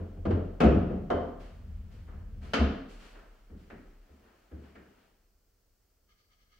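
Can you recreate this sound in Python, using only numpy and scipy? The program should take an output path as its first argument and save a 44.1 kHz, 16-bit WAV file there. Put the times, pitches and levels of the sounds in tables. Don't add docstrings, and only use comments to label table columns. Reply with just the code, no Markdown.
import sys
import numpy as np
from scipy import signal
from scipy.fft import rfft, irfft, next_fast_len
from scipy.io import wavfile

SR = 44100
rng = np.random.default_rng(int(sys.argv[2]) if len(sys.argv) > 2 else 0)


def digitize_waveform(pressure):
    field = np.atleast_2d(pressure).T
    bounded = np.clip(field, -1, 1)
    quanta = np.round(bounded * 32767).astype(np.int16)
    wavfile.write(sys.argv[1], SR, quanta)


N = 290619
TIME = np.arange(N) / SR
BANDS = 25 * 2 ** (np.arange(29) / 3)

# (frequency [Hz], level [dB])
HUSH = [(25, -76.5), (45, -77), (80, -81.5), (130, -90), (300, -91), (450, -85.5), (900, -93.5),
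        (1300, -90.5), (2200, -94), (3600, -94.5), (4900, -86.5), (8000, -89), (11500, -93.5), (14000, -81)]
# (frequency [Hz], level [dB])
HISS_TONE = [(100, -6), (400, 3), (900, 2), (1500, 1.5), (3000, -2), (6000, -7.5), (10000, -13.5),
             (16000, -15.5)]
# (frequency [Hz], fade time [s])
ROOM_FADE = [(100, .65), (250, 0.71), (600, 0.75), (1500, 0.73), (3000, 0.75), (6000, 0.6), (12000, 0.12)]
# (frequency [Hz], width [Hz], level [dB])
ROOM_COLOUR = [(138, 27, -3.5), (179, 12.98, 2), (206.2, 4.6, 5), (366, 50, -2), (387, 51, 1.5),
               (563, 50, -1.5), (670, 60, 2), (990, 410, -1.5), (1328.6, 61, 2.5), (1980, 120, -0.5),
               (3049, 360, 3), (3660, 1000, -2), (4344, 220, 3), (7750, 460, 0.5)]
# (frequency [Hz], likeness [1 = the same])
LIKENESS = [(60, 0.97), (170, 0.96), (300, .88), (550, 0.3), (1100, .3), (2200, .58), (4500, 0.17),
            (12000, 0.1)]

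# (time [s], level [dB])
PUSHES = [(6.078, -80), (6.295, -80), (6.492, -78.5)]
# (frequency [Hz], width [Hz], level [dB])
CUE_NOTES = [(1246, 63, 2.5), (1660, 46, -4), (2130, 150, 0.5), (3123, 400, 1), (4490, 480, -1),
             (5870, 310, -5.5)]
# (time [s], swell time [s], level [dB], treble brightness [dB/octave])
SCUFFS = [(1.39, .025, -63, .8), (1.908, .018, -72.5, 3), (2.07, .026, -61.5, -13), (2.41, .04, -60.5, .5),
          (2.879, .034, -65, 4.2), (2.99, .071, -63.5, 1.5), (3.13, 0.039, -63, -15), (3.56, .06, -75, 3),
          (4.225, .034, -67.5, -9), (4.62, 0.035, -68, -1.5), (4.96, 0.08, -79, 1)]
# (frequency [Hz], level [dB])
SCUFF_TONE = [(80, -20), (300, -4.5), (550, -1.5), (900, -4), (1500, -.5), (3000, -5.5), (4500, -8.5),
              (6500, -14.5), (9000, -17.5), (15000, -30)]
# (time [s], level [dB], brightness [dB/octave], boom level [dB])
STEPS = [(3.498, -53, -4, -45.5), (3.7, -55, 2.0, -52), (4.09, -66.5, -1, -55), (4.513, -50, -3.2, -41.5),
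         (4.752, -62.5, 3.2, -60)]
# (frequency [Hz], level [dB])
STEP_TONE = [(200, 0), (380, -2), (550, -6), (900, -10), (1500, -10), (2600, -19.5), (5000, -33.5)]
# (frequency [Hz], level [dB])
SHOE_COLOUR = [(25, -42), (60, -18), (125, -7.5), (200, -2.5), (380, 1.5), (550, -0.5), (1000, -4.5),
               (1500, 1), (2200, 3.5), (3000, -3.5), (4000, -2.5), (5500, -2), (8000, -9), (16000, -22)]

# (frequency [Hz], level [dB])
SLATE_TONE = [(22, -22), (31, -6.5), (40, 0), (55, -15), (100, -24.5), (300, -41), (1000, -57)]
# (frequency [Hz], level [dB])
CHANNEL_TONE = [(28, -28.5), (42, -14.5), (65, -1.5), (85, 4), (120, -13.5), (190, -8.5), (280, -26.5),
                (500, -27), (1000, -49), (3000, -57.5)]
DEEP_NOTES = {"pocket": (87, .028, -6), "cabinet": (67.5, .034, -6), "channel": (80, .028, -3),
              "tray": (70.5, .04, -20), "floor": (72, 0.027, -6)}
PART_NOTES = { "pocket": [(186.6, -4.5, 0.44), (210, 0.5, .5), (239, -4, 0.501), (307.4, 0.5, 0.54),
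              (380, -7, 0.802), (431, -4, .6), (517, -5, 0.68), (651, -2.5, 0.49), (1040, -1.5, .55),
              (1600, -3.5, .55)], "cabinet": [(145.3, -4, 1.16), (183, -1.5, 1.5), (231, 1.5, .65),
              (314.4, -7, 1.01), (447.7, -2, 0.33), (503, 1, 0.61), (621, -11.5, 0.83), (700, 2.5, 0.699),
              (748, -5.5, 1.1), (1240, 3, .65), (1350, -.5, .55), (1836, -2, .35), (2572, 5.5, .42)],
              "channel": [(228.4, 3, 0.95), (281, 2.5, 0.7), (432, -3.5, 0.29), (513, 2, .55),
              (583, -1.5, .45), (700, 5, 0.6), (926, 0, 0.79), (1054, 0.5, 0.8), (1116, -6, .35),
              (1185, -6.5, 1), (2060, 3, 0.447), (3020, 5, 0.5), (3170, 4, 0.62)],
              "tray": [(232.3, 4.5, 0.58), (271.7, 4, .65), (441, -1.5, .6), (517, -2, 0.49),
              (692, 0.5, 0.51), (765, -8, .35), (1125, -4.5, 0.29), (1230, -1.5, 0.59), (1482, 0.5, 0.51),
              (1703, -6, 0.86), (2175, 2.5, .35), (2700, -1.5, 0.6), (3060, 1, 0.62), (4646, -0.5, .2)]}
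PART_TONE = {"pocket": [(200, 0), (550, -2.5), (1500, -19), (5000, -37)], "cabinet": [(200, 0), (350, 1.5),
             (550, -1), (1200, -10), (2800, -17.5), (4200, -27.5), (8000, -25)], "channel": [(200, 0),
             (550, 11), (1500, -3.5), (2100, -12), (2600, -21), (3100, -17.5), (5000, -24.5)],
             "tray": [(130, -7), (240, 3), (380, 0), (550, 3), (1400, 1.5), (2300, -2.5), (5500, -7.8),
             (12000, -13)]}
# (frequency [Hz], level [dB])
WOOD_COLOUR = [(25, -41), (60, -19.5), (120, -7.5), (200, -3.5), (550, -2), (700, -2.5), (900, -7),
               (1300, 0.5), (2000, -2.5), (2900, 0), (5500, -3), (8000, -13), (11000, -18.5),
               (16000, -21.5)]
# (part struck, time [s], level [dB], brightness [dB/octave], bass build-up [s], boom level [dB])
KNOCKS = [("pocket", -0.043, -47, .6, .04, -35.5), ("pocket", .17, -55, -3, .01, -39.5),
          ("pocket", .252, -32.5, -.5, .012, -27.5), ("pocket", .307, -37.5, .3, .012, -27),
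          ("cabinet", .603, -26, -.2, .022, -42), ("cabinet", .636, -25.5, -3.9, 0.0037, -20),
          ("pocket", .735, -42, -4, .015, -27), ("cabinet", .900, -37.5, -6.5, .013, -35),
          ("channel", 1.101, -40, 0, .028, -35), ("tray", 2.534, -37.5, 0, .05, -22.5),
          ("tray", 2.600, -34, -10, .012, -44)]

# (start [s], fade-in [s], stop [s], level [dB], change [dB/s], fade time [s])
HISS_SPAN = (-0.27, 0, 5, -79, 0.26, 1.1)
SLATE_ROLL = (-0.11, .3, 4, -45, -3, .5)
CHANNEL_ROLL = (1.38, .25, 2.5, -52.8, 3, .25)


def undb(db):
    return 10 ** (np.asarray(db) / 20)


def at_hz(points, hz):
    freqs, values = np.transpose(points)
    return np.interp(np.log(hz), np.log(freqs), values)


def after(start):
    span = slice(max(int(start * SR) + 1, 0), int((start + 1) * SR))
    return span, TIME[span] - start


def swell(age, rise):
    return (age / rise * np.exp(1 - age / rise)) ** 2


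def ring(age, rise, t60):
    shape = (1 - np.exp(-age / rise)) * np.exp(-np.log(1000) * age / t60)
    return shape / shape.max()


def bell(hz, centre_hz, width_hz):
    return 1 / (1 + ((hz - centre_hz) / (.78 * width_hz)) ** 2)


def flutter(rate_hz, depth_db):
    knots = rng.standard_normal(N // 100)
    return undb(depth_db * np.interp(TIME * rate_hz, np.arange(len(knots)), knots))


def sustain(start, fade_in, stop, db, db_per_s, t60):
    onset = np.clip((TIME - start) / fade_in, 0, 1) if fade_in else 1
    held_db = db + db_per_s * (np.minimum(TIME, stop) - start)
    fade_db = -60 * np.maximum(TIME - stop, 0) / t60
    return onset * undb(held_db + fade_db)


def pan(db):
    return undb(np.array([[1], [-1]]) * db / 2)


def room_noise():
    size = next_fast_len(N)
    hz = np.maximum(np.arange(size // 2 + 1) * SR / size, 1)
    alike = at_hz(LIKENESS, hz)
    colour = undb(sum(db * bell(hz, centre, width) for centre, width, db in ROOM_COLOUR))
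    mid, side = rfft(rng.standard_normal((2, size))) * colour
    pair = mid * np.sqrt(1 + alike) + np.array([[1], [-1]]) * side * np.sqrt(1 - alike)
    noise = np.empty((len(BANDS), 2, N), np.float32)
    for k, centre in enumerate(BANDS):
        window = np.maximum(1 - 3 * abs(np.log2(hz / centre)), 0)
        noise[k] = irfft(pair * window, size)[:, :N] / np.sqrt(2 * np.mean(window ** 2))
    return noise


def tint(noise, db):
    return np.tensordot(undb(db).astype(np.float32), noise, 1)


def blow_db(db, brightness, tone, colour, hz):
    octaves = np.log2(np.clip(hz, 200, 5000) / 200)
    return db + brightness * octaves + at_hz(tone, hz) + at_hz(colour, hz)


def blows(noise, hits, colour, crack_db, crack_s, contact_s, echo_scale=1):
    out = np.zeros((2, N))
    for tone, start, level_db, brightness, build in hits:
        span, age = after(start)
        crack = undb(crack_db + brightness) * np.exp(-age / crack_s) * (1 - np.exp(-age / contact_s))
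        for band, hz, db in zip(noise, BANDS, blow_db(level_db, brightness, tone, colour, BANDS)):
            echo = ring(age, build * min(200 / hz, 2), echo_scale * at_hz(ROOM_FADE, hz))
            out[:, span] += undb(db) * band[:, span] * (echo + crack * hz / (hz + 300))
    return out


def still_room(noise):
    return tint(noise, at_hz(HUSH, BANDS) - 1.7)


def background_hiss(noise):
    waver = flutter(rate_hz=8, depth_db=1.4)
    return tint(noise, at_hz(HISS_TONE, BANDS) - 5) * sustain(*HISS_SPAN) * waver


def cue_squeak(start=6.16, level_db=-81.5):
    hz = np.arange(N // 2 + 1) * SR / N
    note = irfft(rfft(rng.standard_normal((2, N))) * bell(hz, centre_hz=4550, width_hz=260), N)
    return undb(level_db) * note / note.std() * swell(np.maximum(TIME - start, 0), rise=.07)


def cue_rubs(swell_s=.033):
    hz = np.arange(N // 2 + 1) * SR / N
    out = np.zeros((2, N))
    for lag_s, stroke_db, brightness in ((0, 0, 0), (.09, -5.5, 3)):
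        colour = 0
        for centre, width, db in CUE_NOTES:
            gain = undb(db + brightness * np.log2(centre / 2500)) * np.sqrt(SR / 2 / width)
            colour += gain * bell(hz, centre, width)
        friction = irfft(rfft(rng.standard_normal((2, N))) * colour, N)
        for start, db in PUSHES:
            span, age = after(start + lag_s)
            shape = np.maximum(swell(age, swell_s), ring(age, swell_s, t60=.82) / 2)
            out[:, span] += undb(db + stroke_db) * friction[:, span] * shape
    return out * flutter(rate_hz=74, depth_db=1.5)


def scuffs(noise, tail_db=-1):
    out = np.zeros((2, N))
    grain = flutter(rate_hz=120, depth_db=.7)
    treble_octaves = np.log2(np.clip(BANDS, 1500, 6000) / 1500)
    for start, rise, db, brightness in SCUFFS:
        span, age = after(start)
        shape = np.maximum(swell(age, rise) * grain[span], undb(tail_db) * ring(age, rise, t60=.72))
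        band_db = db + at_hz(SCUFF_TONE, BANDS) + brightness * treble_octaves
        out[:, span] += tint(noise[:, :, span], band_db) * shape
    return out


def footsteps(noise, build_s=.028):
    hits = [(STEP_TONE, start, db, brightness, build_s) for start, db, brightness, _ in STEPS]
    return blows(noise, hits, SHOE_COLOUR, crack_db=3.5, crack_s=.0094, contact_s=.0021)


def slate_roll(noise, start_hz=41, sink_hz_per_s=2.3):
    pitch_hz = start_hz - sink_hz_per_s * TIME
    hum = undb(4) * np.sin(2 * np.pi * np.cumsum(pitch_hz) / SR) * flutter(rate_hz=7, depth_db=1.5)
    rumble = tint(noise, at_hz(SLATE_TONE, BANDS) - 6)
    return (hum + rumble) * sustain(*SLATE_ROLL)


def channel_roll(noise):
    bumps = flutter(rate_hz=18, depth_db=1.3)
    return tint(noise, at_hz(CHANNEL_TONE, BANDS)) * sustain(*CHANNEL_ROLL) * bumps


def booms(floor_lag_s=.008):
    out = np.zeros(N)
    heaves = [(part, start + build, db) for part, start, _, _, build, db in KNOCKS]
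    heaves += [("floor", start + floor_lag_s, db) for start, _, _, db in STEPS]
    for part, start, db in heaves:
        hz, rise, tail_db = DEEP_NOTES[part]
        span, age = after(start)
        shape = np.maximum(swell(age, rise), undb(tail_db) * ring(age, rise, t60=.57))
        out[span] += undb(db) * np.sqrt(2) * np.sin(2 * np.pi * hz * age) * shape
    return out


def panel_thuds(pitch_hz=205, boost_db=7.5):
    out = np.zeros(N)
    for _, start, db, _, build, _ in KNOCKS:
        span, age = after(start)
        squareness = min(.004 / build, 1)
        note = np.sqrt(2) * np.sin(2 * np.pi * pitch_hz * age)
        out[span] += undb(db + boost_db) * squareness * note * swell(age, rise=.008)
    return out


def cabinet_ring(group_size=5):
    out = np.zeros((2, N))
    for part, start, level_db, brightness, build, _ in KNOCKS:
        span, age = after(start)
        for hz, db, t60 in PART_NOTES[part]:
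            highness = min(hz / 1200, 1)
            phase, detune, apart = rng.standard_normal((3, group_size, 1, 1))
            group_hz = hz + 14 * np.sqrt(hz / 1000) * detune
            offset = np.array([[1], [-1]]) * apart * highness / 8
            waves = np.sin(2 * np.pi * (group_hz * age + phase + offset))
            share = np.r_[1, np.full(group_size - 1, highness)]
            note = np.tensordot(share / np.linalg.norm(share), waves, 1)
            gain = undb(db + blow_db(level_db, brightness, PART_TONE[part], WOOD_COLOUR, hz))
            out[:, span] += gain * note * ring(age, build * 200 / hz, t60)
    return out


def ball_knocks(noise):
    hits = [(PART_TONE[part], *blow) for part, *blow, _ in KNOCKS]
    return blows(noise, hits, WOOD_COLOUR, crack_db=5.5, crack_s=.014, contact_s=.0018, echo_scale=.99)


def scene():
    near, air = room_noise(), room_noise()
    near_backwards, air_backwards = near[:, :, ::-1], air[:, :, ::-1]
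    table = undb(-3.5) * ball_knocks(near) + cabinet_ring() + panel_thuds()
    rolling = channel_roll(near_backwards) + slate_roll(near_backwards)
    player = undb(-4) * footsteps(near) + undb(-4.27) * scuffs(near_backwards)
    player += undb(-.5) * cue_rubs() + cue_squeak()
    hiss = background_hiss(air_backwards)
    drift = pan(-1.2 + .5 * np.minimum(TIME, 5))
    return (table + rolling + booms()) * pan(.66) + (player + hiss) * drift + still_room(air)


def record(dry, top_hz=15750):
    return signal.sosfilt(signal.ellip(10, .2, 70, top_hz, fs=SR, output="sos"), dry)


dry = scene()
out = record(dry)
digitize_waveform(out)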